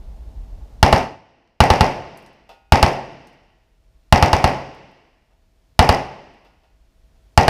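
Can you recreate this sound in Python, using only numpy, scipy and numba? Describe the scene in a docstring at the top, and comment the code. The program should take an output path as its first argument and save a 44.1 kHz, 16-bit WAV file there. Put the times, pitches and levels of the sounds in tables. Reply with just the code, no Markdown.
"""Six short submachine-gun bursts crack out of a steel-lined booth of an indoor range over a ventilation rumble.
Each shot is a pressure swing and banded noise, with panel echoes, ringing modes and decay down the hall.
Spent cases tick as clusters of inharmonic partials; a knocked steel panel clacks, then clangs on its modes.
The close microphone overloads: its preamplifier steps down for good after the first burst, sinking the rumble,
and its gain control makes each round of a burst softer than the last, then lets the hiss swell back."""
import sys
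import numpy as np
from scipy import signal
from scipy.io import wavfile
from numba import njit

SR = 44100
rng = np.random.default_rng(int(sys.argv[2]) if len(sys.argv) > 2 else 0)


def materialize(psi):
    """Save the field psi as 16-bit PCM at rate SR to the path in sys.argv[1].

    A 1-D psi becomes a single channel; in a 2-D psi each row is a channel.
    """
    bounded = np.clip(np.atleast_2d(psi).T, -1, 1)
    quanta = np.round(bounded * 32767).astype(np.int16)
    wavfile.write(sys.argv[1], SR, quanta)


N = 330309
TIME = np.arange(N) / SR
AGE = TIME[:2 * SR]  # seconds since the onset of one event
BANDS = 25 * 2 ** (np.arange(29) / 3)  # third-octave centres, Hz

# Background spectra per third octave; the preamplifier later raises the ventilation, not the hiss:
# [band_hz, hiss_db, ventilation_db]
BACKGROUND = [(24.9, -60, -62.5), (50, -61.5, -52), (93, -64.5, -70.5), (169.4, -70, -74.5),
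              (400, -70.5, -80), (800, -74, -77), (1240, -74.5, -93.5), (2500, -74, -102),
              (4840, -73, -101), (8000, -77, -110), (14000, -79, -110)]
# Strong arrivals of a shot, direct sound first, each with a panel ring; levels relative within the shot:
# [delay_s, crack_db, ring_hz, ring_db, ring_t60_s]
REFLECTIONS = [(0, 1, 862, -6, 0.08), (.0062, -11.5, 233.2, -8, 0.043), (0.0131, -20.5, 150.1, -10, .05),
               (0.0216, -19, 692, -24, .05), (.0352, -10, 762.5, -4.5, 0.029), (.052, -18, 850, -15.5, .05),
               (.057, -17.5, 535.6, -27, 0.046), (.1035, -25.5, 807.5, -28, .04)]


def from_db(db):
    """Amplitude ratio of a level: 20 dB for every factor of ten."""
    return 10 ** (np.asarray(db) / 20)


def dying(t60):
    """Exponential decay: the amplitude falls 60 dB, a factor of 1000, in t60 seconds."""
    return np.exp(-np.log(1000) * AGE / t60)


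def per_band(table):
    """Spectrum on a logarithmic pitch axis: each column interpolated at the band centres."""
    hz, *columns = np.transpose(table)
    return [np.interp(np.log(BANDS), np.log(hz), column)[:, None] for column in columns]


def noise_bank(size):
    """Band-filtered white noise: third-octave bands of rms 1, neighbours drawn from separate noises."""
    settling = SR // 2  # samples dropped while the filters settle
    white = rng.standard_normal((2, size + settling))
    half = 2 ** (1 / 6)  # half a band's width as a frequency ratio
    bank = []
    for k, hz in enumerate(BANDS):
        sos = signal.butter(2, [hz / half, hz * half], "band", fs=SR, output="sos")
        bank.append(signal.sosfilt(sos, white[k % 2])[-size:])
    bank = np.array(bank)
    return bank / bank.std(axis=1, keepdims=True)


def ring(hz, db, t60):
    """Free vibration of one struck mode: an exponentially damped sine."""
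    return from_db(db) * np.sin(2 * np.pi * hz * AGE) * dying(t60)


def delayed(x, s):
    """Propagation delay: the same sound, s seconds later."""
    return np.pad(x, (round(s * SR), 0))[:len(x)]


def add(track, s, sound):
    """Superposition: pressures add, from time s onwards."""
    part = track[round(s * SR):][:len(sound)]
    part += sound[:len(part)]


def ventilation():
    """Stationary broadband noise: the steady rumble of the range's air extraction."""
    _, rumble_db = per_band(BACKGROUND)
    return (from_db(rumble_db) * noise_bank(N)).sum(axis=0)


def self_noise(whine_hz=649, whine_db=-67):
    """Electronic noise added after the preamplifier: shaped hiss and a faint sinusoidal whine."""
    hiss_db, _ = per_band(BACKGROUND)
    hiss = (from_db(hiss_db) * noise_bank(N)).sum(axis=0)
    return hiss + from_db(whine_db) * np.sin(2 * np.pi * whine_hz * TIME)


def muzzle_blast(swing_hz=72, swing_db=-3, length_s=0.0165, lag_s=.0009):
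    """Expanding gas gives a deep pressure swing that is spent after about a cycle and a half."""
    fade = np.exp(-(AGE / length_s) ** 4)
    swing = -np.sin(2 * np.pi * swing_hz * AGE) * fade
    return from_db(swing_db) * delayed(swing, lag_s)


def report_envelope(crack_t60=0.0058, booth_t60=0.056, lane_rise_s=0.018, hall_rise_s=.05, wall_cut_hz=6800):
    """Reverberant build-up and decay: crack and duller echoes, then ever larger spaces filling and draining."""
    # relative levels of the four stages per third octave: [band_hz, crack_db, booth_db, lane_db, hall_db]
    stages = [(33.8, -42.5, -25.5, -35.5, -57.5), (68, -32, -23, -29, -48), (132, -24.5, -12.5, -29, -44.5),
              (297, -25, -19, -25.5, -40.5), (520, -16, -13, -21.5, -39.5), (813, -13, -8.5, -15, -35),
              (1310, -22.5, -11.5, -29.5, -48), (1880, -12, -15, -24.5, -45),
              (2940, -18.5, -17.5, -24, -45.5), (3670, -13, -13.5, -37, -53), (5160, -6, -25, -32.5, -51.5),
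              (6880, -21, -33, -44, -60.5), (8840, -20.5, -29, -44, -69.5), (13600, -30, -40, -50.5, -77.5)]
    # reverberation times: [band_hz, lane_t60_s, hall_t60_s]
    decay = [(100, .41, .93), (810, .45, 0.89), (1950, 0.38, 1), (2570, 0.36, 1), (3700, .38, 1),
             (5200, 0.41, 0.98), (8000, 0.38, 0.48), (14000, 0.3, .48)]
    crack, booth, lane, hall = map(from_db, per_band(stages))
    lane_t60, hall_t60 = per_band(decay)
    direct, *echoes = [delayed(from_db(db) * dying(crack_t60), s) ** 2 for s, db, *panel in REFLECTIONS]
    reflected = 1 / (1 + (BANDS[:, None] / wall_cut_hz) ** 4)  # share of power the walls return
    # unrelated noises add by power
    power = crack ** 2 * (direct + reflected * sum(echoes))
    power += (booth * dying(booth_t60)) ** 2
    power += (lane * dying(lane_t60)) ** 2 * (1 - np.exp(-AGE / lane_rise_s))
    power += (hall * dying(hall_t60)) ** 2 * (1 - np.exp(-AGE / hall_rise_s))
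    return np.sqrt(power)


def sheet_ring(low_hz=2650, high_hz=3120, level_db=-64, t60=1.1, count=40):
    """Dense plate modes: the steel lining keeps singing in a narrow cluster of frequencies."""
    modes_hz = rng.uniform(low_hz, high_hz, count)
    return sum(ring(hz, level_db, t60) * rng.choice([-1, 1]) for hz in modes_hz)


def gun(muzzle_db=24.5, alike=.6, alike_t60=0.63, ring_scatter=0.0052, scatter_db=-0.5):
    """Partial coherence: shots share some early echo pattern; later sound has crossed stirred air and differs."""
    # rounds fired, strength relative to muzzle_db: [start_s, strength_db]
    rounds = [(0.8285, -0.5), (.927, -3.5), (1.604, 3), (1.7026, 1), (1.8086, 0.5), (2.7222, 0),
              (2.8283, -1), (4.1249, 2.5), (4.2258, 0), (4.331, -3), (4.4417, -3.5), (5.7917, -4),
              (5.891, -7), (7.376, 1.5), (7.4808, 0.5)]
    # standing waves of the booth, levels relative within a shot: [mode_hz, level_db, t60_s]
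    standing_waves = [(53, -21.5, 0.068), (99, -21.5, 0.11), (136.5, -21.5, 0.6), (171, -17, 0.17),
                      (219.8, -23.5, 0.26), (263.6, -26, 0.42), (359.3, -26.5, 0.38), (391, -29.5, 0.4),
                      (525, -24.5, 0.21), (541.3, -25, 0.58), (592, -26, .25), (671, -28, 0.7),
                      (755, -27, 0.1), (795, -22, 0.33), (837, -27, 0.41), (880, -23, 0.61),
                      (907, -21, 0.1), (1100, -28.5, 0.2), (1120, -28, 0.11), (1269, -31, 0.43),
                      (1781, -30.5, 0.098), (1863, -29, .2), (2035, -31.5, 0.26), (2852, -30, 0.086)]
    out = np.zeros(N)
    envelope = from_db(scatter_db) * report_envelope()
    likeness = alike * dying(alike_t60)  # share of noise power common to all shots
    shared = np.sqrt(likeness) * (envelope * noise_bank(len(AGE))).sum(axis=0)
    body = muzzle_blast() + sheet_ring() + sum(ring(*mode) for mode in standing_waves)
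    turbulence = noise_bank(N + len(AGE))
    # each panel's pitch shifts slightly from shot to shot
    detunes = 1 + ring_scatter * rng.standard_normal((len(rounds), len(REFLECTIONS)))
    for (s, db), detune in zip(rounds, detunes):
        fresh = turbulence[:, round(s * SR):][:, :len(AGE)]
        own = np.sqrt(1 - likeness) * np.einsum("bt,bt->t", envelope, fresh)
        panels = np.zeros(len(AGE))
        for (lag, _, hz, ring_db, t60), ratio in zip(REFLECTIONS, detune):
            panels += delayed(ring(hz * ratio, ring_db, t60), lag)
        add(out, s, from_db(muzzle_db + db) * (shared + own + body + panels))
    return out


def cases(case_db=16, ring_t60=.08, ring_db=-20, contact_t60=0.012, room_db=-13, room_t60=0.16,
          spread=.35, breadth=.6):
    """Impact excitation: a landing brass case gives a broad click, inharmonic partials and a little room sound."""
    # spent cases landing, peak relative to case_db: [start_s, peak_db, pitch_hz]
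    landings = [(1.134, -58.5, 8870), (1.475, -49.5, 3400), (2.174, -35, 9300), (2.225, -50, 12850),
                (2.2626, -42.5, 5600), (2.331, -59.5, 10430), (3.1233, -56, 5950), (3.2718, -44.5, 6500),
                (3.33, -60, 8300), (4.7474, -50, 9000), (4.915, -60.5, 9000), (6.242, -57, 3801),
                (6.275, -65, 3500), (6.3386, -60, 4540)]
    out = np.zeros(N)
    grit = noise_bank(N + len(AGE))
    envelope = dying(contact_t60) + from_db(room_db) * dying(room_t60)
    for s, db, hz in landings:
        partials = hz * np.exp(spread * rng.standard_normal(size=16))
        partials = np.minimum(partials, SR / 2)
        brass = sum(ring(f, ring_db, ring_t60) * rng.choice([-1, 1]) for f in partials)
        colour = np.exp(-np.log(BANDS / hz) ** 2 / breadth)  # click spectrum, centred on the pitch
        click = colour @ grit[:, round(s * SR):][:, :len(AGE)] * envelope
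        tick = brass + click
        add(out, s, from_db(db + case_db) * tick / np.abs(tick).max())
    return out


def knocks(clack_t60=.27):
    """Modal response: a knock on a steel panel gives a noisy clack, after which the steel rings on."""
    # knocks on the panel: [start_s, level_db]
    blows = [(2.4921, -24.5), (5.309, -53), (6.4489, -39), (6.635, -48.5), (7.155, -59.5)]
    # the panel's modes, relative within a knock: [mode_hz, level_db, t60_s]
    panel_modes = [(791, -12.5, 0.65), (852, -15, .45), (920, -8.5, 0.37), (1260, -20.5, 0.53),
                   (1440, -19.5, .7), (2509, -24, 0.83), (2670, -15, 0.31), (2850, -21.5, 0.3),
                   (3480, -14, .24), (3607, -28, .6), (4759, -26, .35)]
    # clack spectrum per third octave, relative within a knock: [band_hz, level_db]
    clack_spectrum = [(150, -40), (400, -20.5), (680, -5), (1100, -18.5), (2000, -24), (3300, -14.5),
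                      (5000, -21), (8000, -30), (14000, -33.5)]
    out = np.zeros(N)
    clack = (from_db(per_band(clack_spectrum)[0]) * noise_bank(len(AGE))).sum(axis=0) * dying(clack_t60)
    clang = sum(ring(*mode) for mode in panel_modes)
    for s, db in blows:
        add(out, s, from_db(db) * (clack + clang))
    return out


def scene():
    """Superposition of everything that reaches the microphone."""
    return (ventilation() + gun() + cases() + knocks())[None, :]


def housing(x):
    """Resonance: the case around the microphone lifts some bands and hollows out others."""
    # resonances and dips, applied in series: [centre_hz, width_hz, gain_db]
    resonances = [(1440, 600, 0), (1944, 120, 4), (2776, 650, 2.5), (3450, 1100, -4.5), (4950, 500, 3.5),
                  (7100, 460, -8), (8520, 1000, 0)]
    for hz, width, db in resonances:
        b, a = signal.iirpeak(hz, hz / width, fs=SR)
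        x = x + (from_db(db) - 1) * signal.lfilter(b, a, x)
    return x


def preamp(x, extra_db=15, wait_s=0.18, fall_db_per_s=68):
    """Triggered gain: set for a quiet room until the first overload, then soon turned down for good."""
    first_overload = np.argmax(np.abs(x[0]) > 1)
    since_overload = TIME - TIME[first_overload]
    cut_db = np.clip(fall_db_per_s * (since_overload - wait_s), 0, extra_db)
    return x * from_db(extra_db - cut_db)


@njit
def stored_energy(energy, keep):
    """Leaky integration: a store starts at 1, collects energy and loses a fixed share of its decibels a sample."""
    out, store = np.empty(len(energy)), 1.0
    for i in range(len(energy)):
        store = store ** keep + energy[i]
        out[i] = store
    return out


def gain_control(x, knee_db=-19, release_s=1, look_ahead_s=0.0007):
    """Compression by stored energy: each round pushes the gain lower, and it creeps back between bursts."""
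    # energy at the knee, fed to a store at rest, halves the output power
    energy = (x[0] / from_db(knee_db)) ** 2 / SR
    store = stored_energy(energy, np.exp(-1 / (release_s * SR)))
    ahead = np.interp(TIME + look_ahead_s, TIME, store)
    return x / np.sqrt(ahead)


def record(dry):
    """Signal chain: housing colour, preamplifier, self-noise, gain control, saturation and low-pass filtering."""
    x = gain_control(preamp(housing(dry)) + self_noise())
    x = .975 * x / (1 + x ** 4) ** (1 / 4)  # overload flattens the peaks towards 0.975
    # 95 dB down from 16600 Hz upwards
    return signal.sosfilt(signal.cheby2(16, 95, 16600, fs=SR, output="sos"), x)


dry = scene()
out = record(dry)
materialize(out)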